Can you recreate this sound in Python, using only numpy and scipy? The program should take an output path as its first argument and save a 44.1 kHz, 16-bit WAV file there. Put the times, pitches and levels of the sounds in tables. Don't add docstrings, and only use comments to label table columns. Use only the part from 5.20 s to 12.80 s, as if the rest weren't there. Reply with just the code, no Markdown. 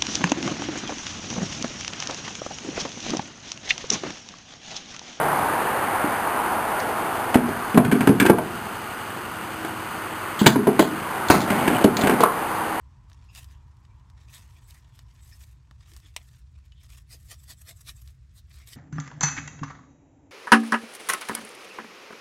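import sys
import numpy as np
from scipy import signal
from scipy.fft import rfft, irfft
from scipy.io import wavfile
from scipy.ndimage import uniform_filter1d

SR = 44100
rng = np.random.default_rng(int(sys.argv[2]) if len(sys.argv) > 2 else 0)


def file_out(sig):
    cols = np.atleast_2d(sig).T
    lim = np.clip(cols, -1, 1)
    pcm = np.round(lim * 32767).astype(np.int16)
    wavfile.write(sys.argv[1], SR, pcm)


N = 335160

# (time [s], boom [rel. dB], knock [rel. dB], clack [rel. dB], boom pitch [Hz])
IMPACTS = [(0.840, -24.5, -40, -48, 290), (2.143, -31, -22, -19, 254), (2.153, -10.5, -18.5, -30, 256),
           (2.285, -26.5, -30, -35, 384), (2.543, -18.5, -42, -31, 212), (2.575, -6, -12, -20, 254),
           (2.648, -18, -40, -22.5, 182), (2.714, -35, -28, -22.5, 231), (2.722, -10.5, -31, -21.5, 260),
           (2.806, -20.5, -29, -23, 284), (2.872, -11.5, -21, -19, 282), (2.89, -9, -24.5, -28, 270),
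           (2.999, -18.5, -30, -11.5, 242), (3.013, -13.5, -27, -24, 260), (3.052, -19, -20, -20.5, 377),
           (3.062, -18, -30, -16.5, 345), (3.097, -8, -14, -20.5, 350), (3.184, -32, -20, -29, 340),
           (4.447, -34, -35.5, -31, 323), (5.213, -14, -26.5, -35, 216), (5.26, -13, -26, -14.5, 220),
           (5.266, -9.5, -8.5, -12, 240), (5.357, -10, -21.5, -27, 258), (5.47, -10, -15, -25.5, 373),
           (5.593, -9.5, -13, -17.5, 326), (6.1, -11, -10, -13, 307), (6.141, -21.5, -19.5, -32, 195),
           (6.302, -21, -32, -22, 221), (6.478, -17, -24.5, -20, 280), (6.644, -9, -17.5, -28, 292),
           (6.835, -19.5, -33, -25, 271), (6.871, -20.5, -24, -21, 370), (6.895, -22.5, -21.5, -22.5, 443),
           (6.921, -22, -33, -40, 242), (7.004, -18, -20, -32, 485), (7.034, -19, -10.5, -23, 446),
           (7.06, -30, -22, -34, 467)]
# (start [s], knock pitch [Hz], thud offset from the impact's boom column [dB])
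TUMBLING_PIECES = [(0, 740, -21), (2.1, 650, -10.5), (2.5, 698, -18), (2.8, 930, -13.5), (3.15, 680, -25),
                   (5.1, 925, -30), (5.45, 660, -26), (6.0, 973, -7.5), (6.28, 720, -11), (6.98, 1200, -22)]
# (frequency [Hz], level [rel. dB], t60 [s])
PANEL_MODES = [(94, -25, 0.32), (117, -3, .22), (151.4, -2, 0.26), (181.6, -1.5, 0.22), (211, 4.5, 0.17),
               (236, 0.5, 0.13), (260, -6, 0.35), (297.3, -1, 0.22), (345, -1.5, 0.13), (380, 3, 0.17),
               (423.3, 2, 0.16), (451, -0.5, 0.083), (488, -7, 0.17), (556, -7, 0.086)]
# (frequency [Hz], level [rel. dB], t60 [s])
LOG_MODES = [(454, 6, .11), (487, 2, 0.086), (555, 4, 0.045), (636.3, 6, 0.2), (682, 1, 0.34),
             (746, 8.5, 0.065), (860, -11, 0.077), (865, 10, 0.058), (995, 10, 0.071), (1094, -0.5, 0.21),
             (1240, -14, 0.13), (1333, 4.5, 0.17), (1440, -7, 0.05)]
# (frequency [Hz], level [rel. 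dB], t60 [s])
FACE_MODES = [(1430, -7, 0.032), (1560, 12, 0.031), (1660, -14, 0.16), (1980, -11, 0.096),
              (2235, 0.5, 0.079), (2380, -7.5, 0.057), (2560, 2.5, 0.031), (2950, 8, 0.015),
              (3360, -16, 0.11), (3380, 0, 0.024), (4100, -27.5, 0.038), (4570, -28, 0.015)]
# (frequency [Hz], level [rel. dB])
SPLINTER_SPECTRUM = [(600, -15), (1000, -12), (1550, 0), (2600, -7), (3600, -20), (5000, -16)]
# (time [s], level [dB], t60 [s], pitch [ratio])
LARGE_CRUNCHES = [(1.596, -31, .06, 1.33), (5.191, -26, 0.23, 0.96), (5.265, -4, 0.046, 0.93),
                  (5.273, -11, 0.065, 1.03), (5.594, -21, 0.23, 0.97), (6.085, -27, 0.043, 1.06),
                  (6.106, -16.5, 0.23, 1.27), (6.205, -27, 0.16, 1.07), (6.642, -23, 0.065, 0.91),
                  (6.769, -21.5, 0.05, 1.16), (6.812, -25.5, 0.068, 1.06), (7.006, -27, 0.12, 1.1)]
# (frequency [Hz], level [rel. dB])
CHIP_SPECTRUM = [(900, -15), (1700, -4), (2000, -4), (2600, -23), (2900, -5.5), (3350, 1.5), (3560, -3),
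                 (3800, -2), (4120, -2.5), (4400, -5), (5000, -6), (5400, -11.5)]
# (start [s], length [s], level [dB])
SLIDE_SPANS = [(6.103, 0.053, -15.5), (6.268, 0.35, -23), (6.763, 0.18, -24), (6.98, 0.05, -27)]
# (frequency [Hz], level [rel. dB])
SCRAPE_SPECTRUM = [(50, -21), (120, -3.5), (250, 5.5), (480, -3.5), (700, 2.5), (1300, -9.5), (2200, -10),
                   (3500, -22.5), (5000, -26.5)]
# (crank order [ratio], level [dB])
CRANK_ORDERS = [(4, -69), (7, -57), (8, -54.5), (9, -52), (11, -54), (18, -57), (20, -53), (22, -58)]
# (frequency [Hz], level [rel. dB])
WAVER_SPECTRUM = [(1, 1), (5, -1.5), (20, -70), (100, -140)]
# (time [s], level [dB])
HUM_CURVE = [(0, -61), (1.2, -43.5), (4, -57), (4.4, -40.5), (5.1, -49), (7.6, -39.5)]
# (frequency [Hz], level [rel. dB])
CLATTER_SPECTRUM = [(18, -45), (30, -22), (65, -14), (93, -11), (153, -9.5), (174, -6.5), (290, -7.5),
                    (323, -7.5), (344, -4.5), (563, -12), (760, -5.5), (1440, -9), (1830, -13),
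                    (2870, -16.5), (5000, -33), (6500, -10), (11000, -120)]
# (frequency [Hz], bandwidth [Hz], level [dB])
COVER_BANDS = [(1236, 60, -44.5), (1443, 75, -42), (2897, 170, -50), (4350, 74, -55.5), (4854, 170, -54)]
# (time [s], level [dB], pitch [ratio])
TRAFFIC_CURVES = [(0, -20.5, 0.99), (.5, -23.5, 1.11), (2, -26, 1.01), (3.3, -37, 1.05), (4.1, -41.5, 1.3),
                  (5.2, -33, 1.33), (5.7, -36, 1.38), (6, -27.5, 1.07), (7.6, -26.5, 1.09)]
# (frequency [Hz], level [rel. dB])
TYRE_SPECTRUM = [(50, -25), (130, -12), (230, -9.5), (400, -5.5), (560, -6.5), (700, 0), (860, 0),
                 (1100, -3.5), (1450, -6.5), (2000, -14.5), (3000, -25.5), (4500, -31.5)]
# (frequency [Hz], t60 [s])
YARD_DECAY = [(100, 1), (300, 0.39), (700, 0.33), (1500, 0.4), (3000, 0.17), (5000, 0.28)]


def blows(rebound_s=0.027, rebound_spread_s=0.004):
    out = np.zeros(N)
    draws = rng.standard_normal((len(IMPACTS), 3))
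    for (s, boom_db, knock_db, clack_db, boom_hz), (late, spot, detune) in zip(IMPACTS, draws):
        knock_hz = piece_at(s)[0] * np.exp(0.042 * spot)
        add(out, s, blow(boom_db, knock_db, clack_db, boom_hz, knock_hz))
        shift = np.exp(0.13 * detune)
        rebound = blow(boom_db - 9, knock_db - 9.5, clack_db - 14, boom_hz * shift, knock_hz * shift)
        add(out, s + rebound_s + rebound_spread_s * late, rebound)
    return out


def blow(boom_db, knock_db, clack_db, boom_hz, knock_hz):
    t = np.arange(SR // 3) / SR
    softness = np.clip((boom_db - knock_db - 6.5) / 12, 0, 1)
    return (amp(boom_db + 2) * steel_boom(t, boom_hz, rise_s=0.00054 + 0.0035 * softness)
            + amp(knock_db + 0.9) * log_knock(t, knock_hz)
            + amp(clack_db - 0.9) * wood_clack(t))


def steel_boom(t, hz, rise_s):
    panels = ring(PANEL_MODES, t, centre_hz=1.07 * hz, width_oct=1, detune=0.027, damping_db=8.4)
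    favoured = unit_onset(tone(hz, t, t60_s=0.077))
    return unit_onset((favoured + 0.85 * panels) * contact(t, rise_s))


def log_knock(t, hz):
    hollow = ring(LOG_MODES, t, centre_hz=hz, width_oct=0.68, detune=0.0287, damping_db=9.3)
    favoured = unit_onset(tone(hz, t, t60_s=0.04))
    return unit_onset((0.63 * favoured + hollow) * contact(t, rise_s=0.0006))


def wood_clack(t):
    noise = coloured(rng.standard_normal(len(t)), SPLINTER_SPECTRUM)
    splinters = unit_onset(noise * decay(t, t60_s=0.081))
    smallness = np.exp(0.033 * rng.standard_normal())
    faces = ring(FACE_MODES, t * smallness, centre_hz=2300, width_oct=2.2, detune=0.015, damping_db=3.3)
    return unit_onset((faces + 0.88 * splinters) * contact(t, rise_s=0.0017))


def thuds(chassis_hz=105.4):
    out, t = np.zeros(N), np.arange(SR // 4) / SR
    for (s, boom_db, *_), spot in zip(IMPACTS, rng.standard_normal(len(IMPACTS))):
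        sway = tone(chassis_hz * np.exp(0.077 * spot), t, t60_s=0.051)
        thud_db = boom_db + piece_at(s)[1]
        add(out, s, amp(thud_db) * unit_onset(sway * contact(t, rise_s=0.0038)))
    return out


def crunches(cracks_per_s=5000, bark_t60_s=0.045):
    out, t = np.zeros(N), np.arange(SR // 5) / SR
    bark = [(s, clack_db - 14, bark_t60_s, 1) for s, _, _, clack_db, _ in IMPACTS]
    for s, db, t60_s, pitch in list(LARGE_CRUNCHES) + bark:
        chips = coloured(ticks(len(t), cracks_per_s), np.array(CHIP_SPECTRUM) * [pitch, 1])
        add(out, s, amp(db) * unit_onset(chips * decay(t, t60_s)))
    return out


def slides(attack_s=0.031, release_t60_s=0.28, slips_per_s=2200, snags_per_s=65, grit_db=-17):
    t = np.arange(N) / SR
    envelope = np.zeros(N)
    for s, length_s, db in SLIDE_SPANS:
        attack = np.clip((t - s) / attack_s, 0, 1)
        envelope += amp(db) * attack * decay(np.maximum(t - s - length_s, 0), release_t60_s)
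    strengths = rng.standard_normal(N) * amp(np.minimum(rng.exponential(1, N), 4))
    slips = strengths * (rng.random(N) < slips_per_s / SR)
    snags = ticks(N, snags_per_s)
    faces = ring(FACE_MODES, t[:SR // 10], centre_hz=3100, width_oct=0.62, detune=0.013, damping_db=3.3)
    grit = unit_rms(signal.oaconvolve(snags, faces)[:N])
    return envelope * (coloured(slips, SCRAPE_SPECTRUM) + amp(grit_db) * grit)


def engine(crank_hz=11.43, clatter_db=-33.5):
    t = np.arange(N) / SR
    waver = coloured(rng.standard_normal(N), WAVER_SPECTRUM)
    turns = np.cumsum(crank_hz * (1 + 0.003 * waver)) / SR

    def order(multiple):
        return np.sqrt(2) * np.sin(2 * np.pi * (multiple * turns + rng.random()))

    drone = sum(amp(db) * order(multiple) for multiple, db in CRANK_ORDERS)
    hum = amp(curves(HUM_CURVE, t)[0]) * order(28)
    pulsing = 1 + 0.084 * order(4) + 0.088 * order(10) + 0.063 * order(1)
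    clatter = coloured(rng.standard_normal(N) * pulsing, CLATTER_SPECTRUM)
    return drone + hum + amp(clatter_db) * clatter


def cover_rattle():
    out = np.zeros(N)
    for hz, width_hz, db in COVER_BANDS:
        resonance = signal.iirpeak(hz, hz / width_hz, fs=SR)
        out += amp(db) * unit_rms(signal.lfilter(*resonance, rng.standard_normal(N)))
    return out


def traffic(flutter_db=0.9):
    hz, t, noise = signal.stft(rng.standard_normal(N), SR, nperseg=1024, noverlap=768)
    level_db, pitch = curves(TRAFFIC_CURVES, t)
    shape = amp(at_hz(TYRE_SPECTRUM, hz[:, None] / pitch))
    shape /= np.sqrt(np.mean(shape ** 2, axis=0))
    flutter = uniform_filter1d(rng.standard_normal(noise.shape), size=8, axis=0)
    flutter = unit_rms(uniform_filter1d(flutter, size=14, axis=1))
    roar = noise * shape * amp(level_db + flutter_db * flutter)
    return signal.istft(roar, SR, nperseg=1024, noverlap=768)[1][:N]


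def exhaust(start_hz=150, sag_hz_per_s=17.3, start_db=-36, fade_db_per_s=27):
    t = np.arange(N) / SR
    cycles = np.cumsum(start_hz - sag_hz_per_s * t) / SR
    return amp(start_db - fade_db_per_s * t) * np.sqrt(2) * np.sin(2 * np.pi * cycles)


def yard_reverb(x, predelay_s=0.008, rise_s=0.014):
    hz, t, echoes = signal.stft(ticks(SR, per_s=2500), SR, nperseg=256)
    tail = signal.istft(echoes * decay(t, at_hz(YARD_DECAY, hz)[:, None]), SR, nperseg=256)[1]
    tail *= np.clip((np.arange(len(tail)) / SR - predelay_s) / rise_s, 0, 1)
    return signal.fftconvolve(x, tail / np.linalg.norm(tail))[:N]


def ring(modes, t, centre_hz, width_oct, detune, damping_db):
    hz, db, t60_s = np.transpose(modes)[:, :, None]
    luck, shift, phase = rng.standard_normal((3, len(modes), 1))
    weight = amp(2.05 * luck) / (1 + (np.log2(hz / centre_hz) / width_oct) ** 2)
    swing = np.sin(2 * np.pi * (hz * (1 + detune * shift) * t + phase)) * amp(db) * decay(t, t60_s)
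    drain = amp(-damping_db * (1 - np.exp(-t / 0.031)))
    return unit_onset((weight * swing).sum(0) * drain)


def tone(hz, t, t60_s):
    return np.sin(2 * np.pi * hz * t) * decay(t, t60_s)


def contact(t, rise_s):
    return 1 - np.exp(-(t / rise_s) ** 2)


def piece_at(s):
    starts_s = [row[0] for row in TUMBLING_PIECES]
    return TUMBLING_PIECES[max(np.searchsorted(starts_s, s) - 1, 0)][1:]


def ticks(samples, per_s):
    return rng.standard_normal(samples) * (rng.random(samples) < per_s / SR)


def amp(db):
    return 10 ** (np.asarray(db) / 20)


def decay(t, t60_s):
    return amp(-60 * t / t60_s)


def unit_rms(x):
    return x / np.sqrt(np.mean(x ** 2) + 1e-20)


def unit_onset(x):
    return x / np.sqrt(np.mean(x[:660] ** 2) + 1e-20)


def at_hz(table, hz):
    table_hz, values = np.transpose(table)
    return np.interp(np.log(hz + 1), np.log(table_hz + 1), values)


def curves(table, t):
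    s, *columns = np.transpose(table)
    return [np.interp(t, s, column) for column in columns]


def coloured(x, spectrum):
    gain = amp(at_hz(spectrum, np.fft.rfftfreq(len(x), 1 / SR)))
    return unit_rms(irfft(rfft(x) * gain, len(x)))


def add(mix, s, sound):
    part = mix[round(s * SR):][:len(sound)]
    part += sound[:len(part)]


def low_pass(x, hz, taps):
    return signal.oaconvolve(x, signal.firwin(taps, hz, window=("kaiser", 7), fs=SR), "same")


def gain_control(x, threshold_db=-12.5, recovery_db_per_s=46.4, lag_s=0.017):
    power_db = 10 * np.log10(signal.lfilter(np.ones(441) / 441, 1, x ** 2) + 1e-12)
    fall_db = np.arange(N) * recovery_db_per_s / SR
    held_db = np.maximum.accumulate(power_db + fall_db) - fall_db
    over_db = np.maximum(held_db - threshold_db, 0)
    pole = np.exp(-1 / (lag_s * SR))
    return x * amp(-0.55 * signal.lfilter([1 - pole], [1, -pole], over_db))


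def scene():
    bass_cut = signal.butter(2, 90, "high", fs=SR, output="sos")
    bed = signal.sosfilt(bass_cut, blows()) + thuds() + crunches() + slides()
    return (bed + amp(-11) * yard_reverb(bed) + engine() + cover_rattle() + traffic() + exhaust())[None]


def record(dry):
    hold_samples = 4
    ducked = low_pass(gain_control(dry[0]), hz=5400, taps=81)
    held = np.repeat(ducked[::hold_samples], hold_samples)[:N]
    clipped = np.clip(held, -0.93, 0.93)
    return low_pass(clipped, hz=15550, taps=511)[None]


dry = scene()
out = record(dry)
file_out(out)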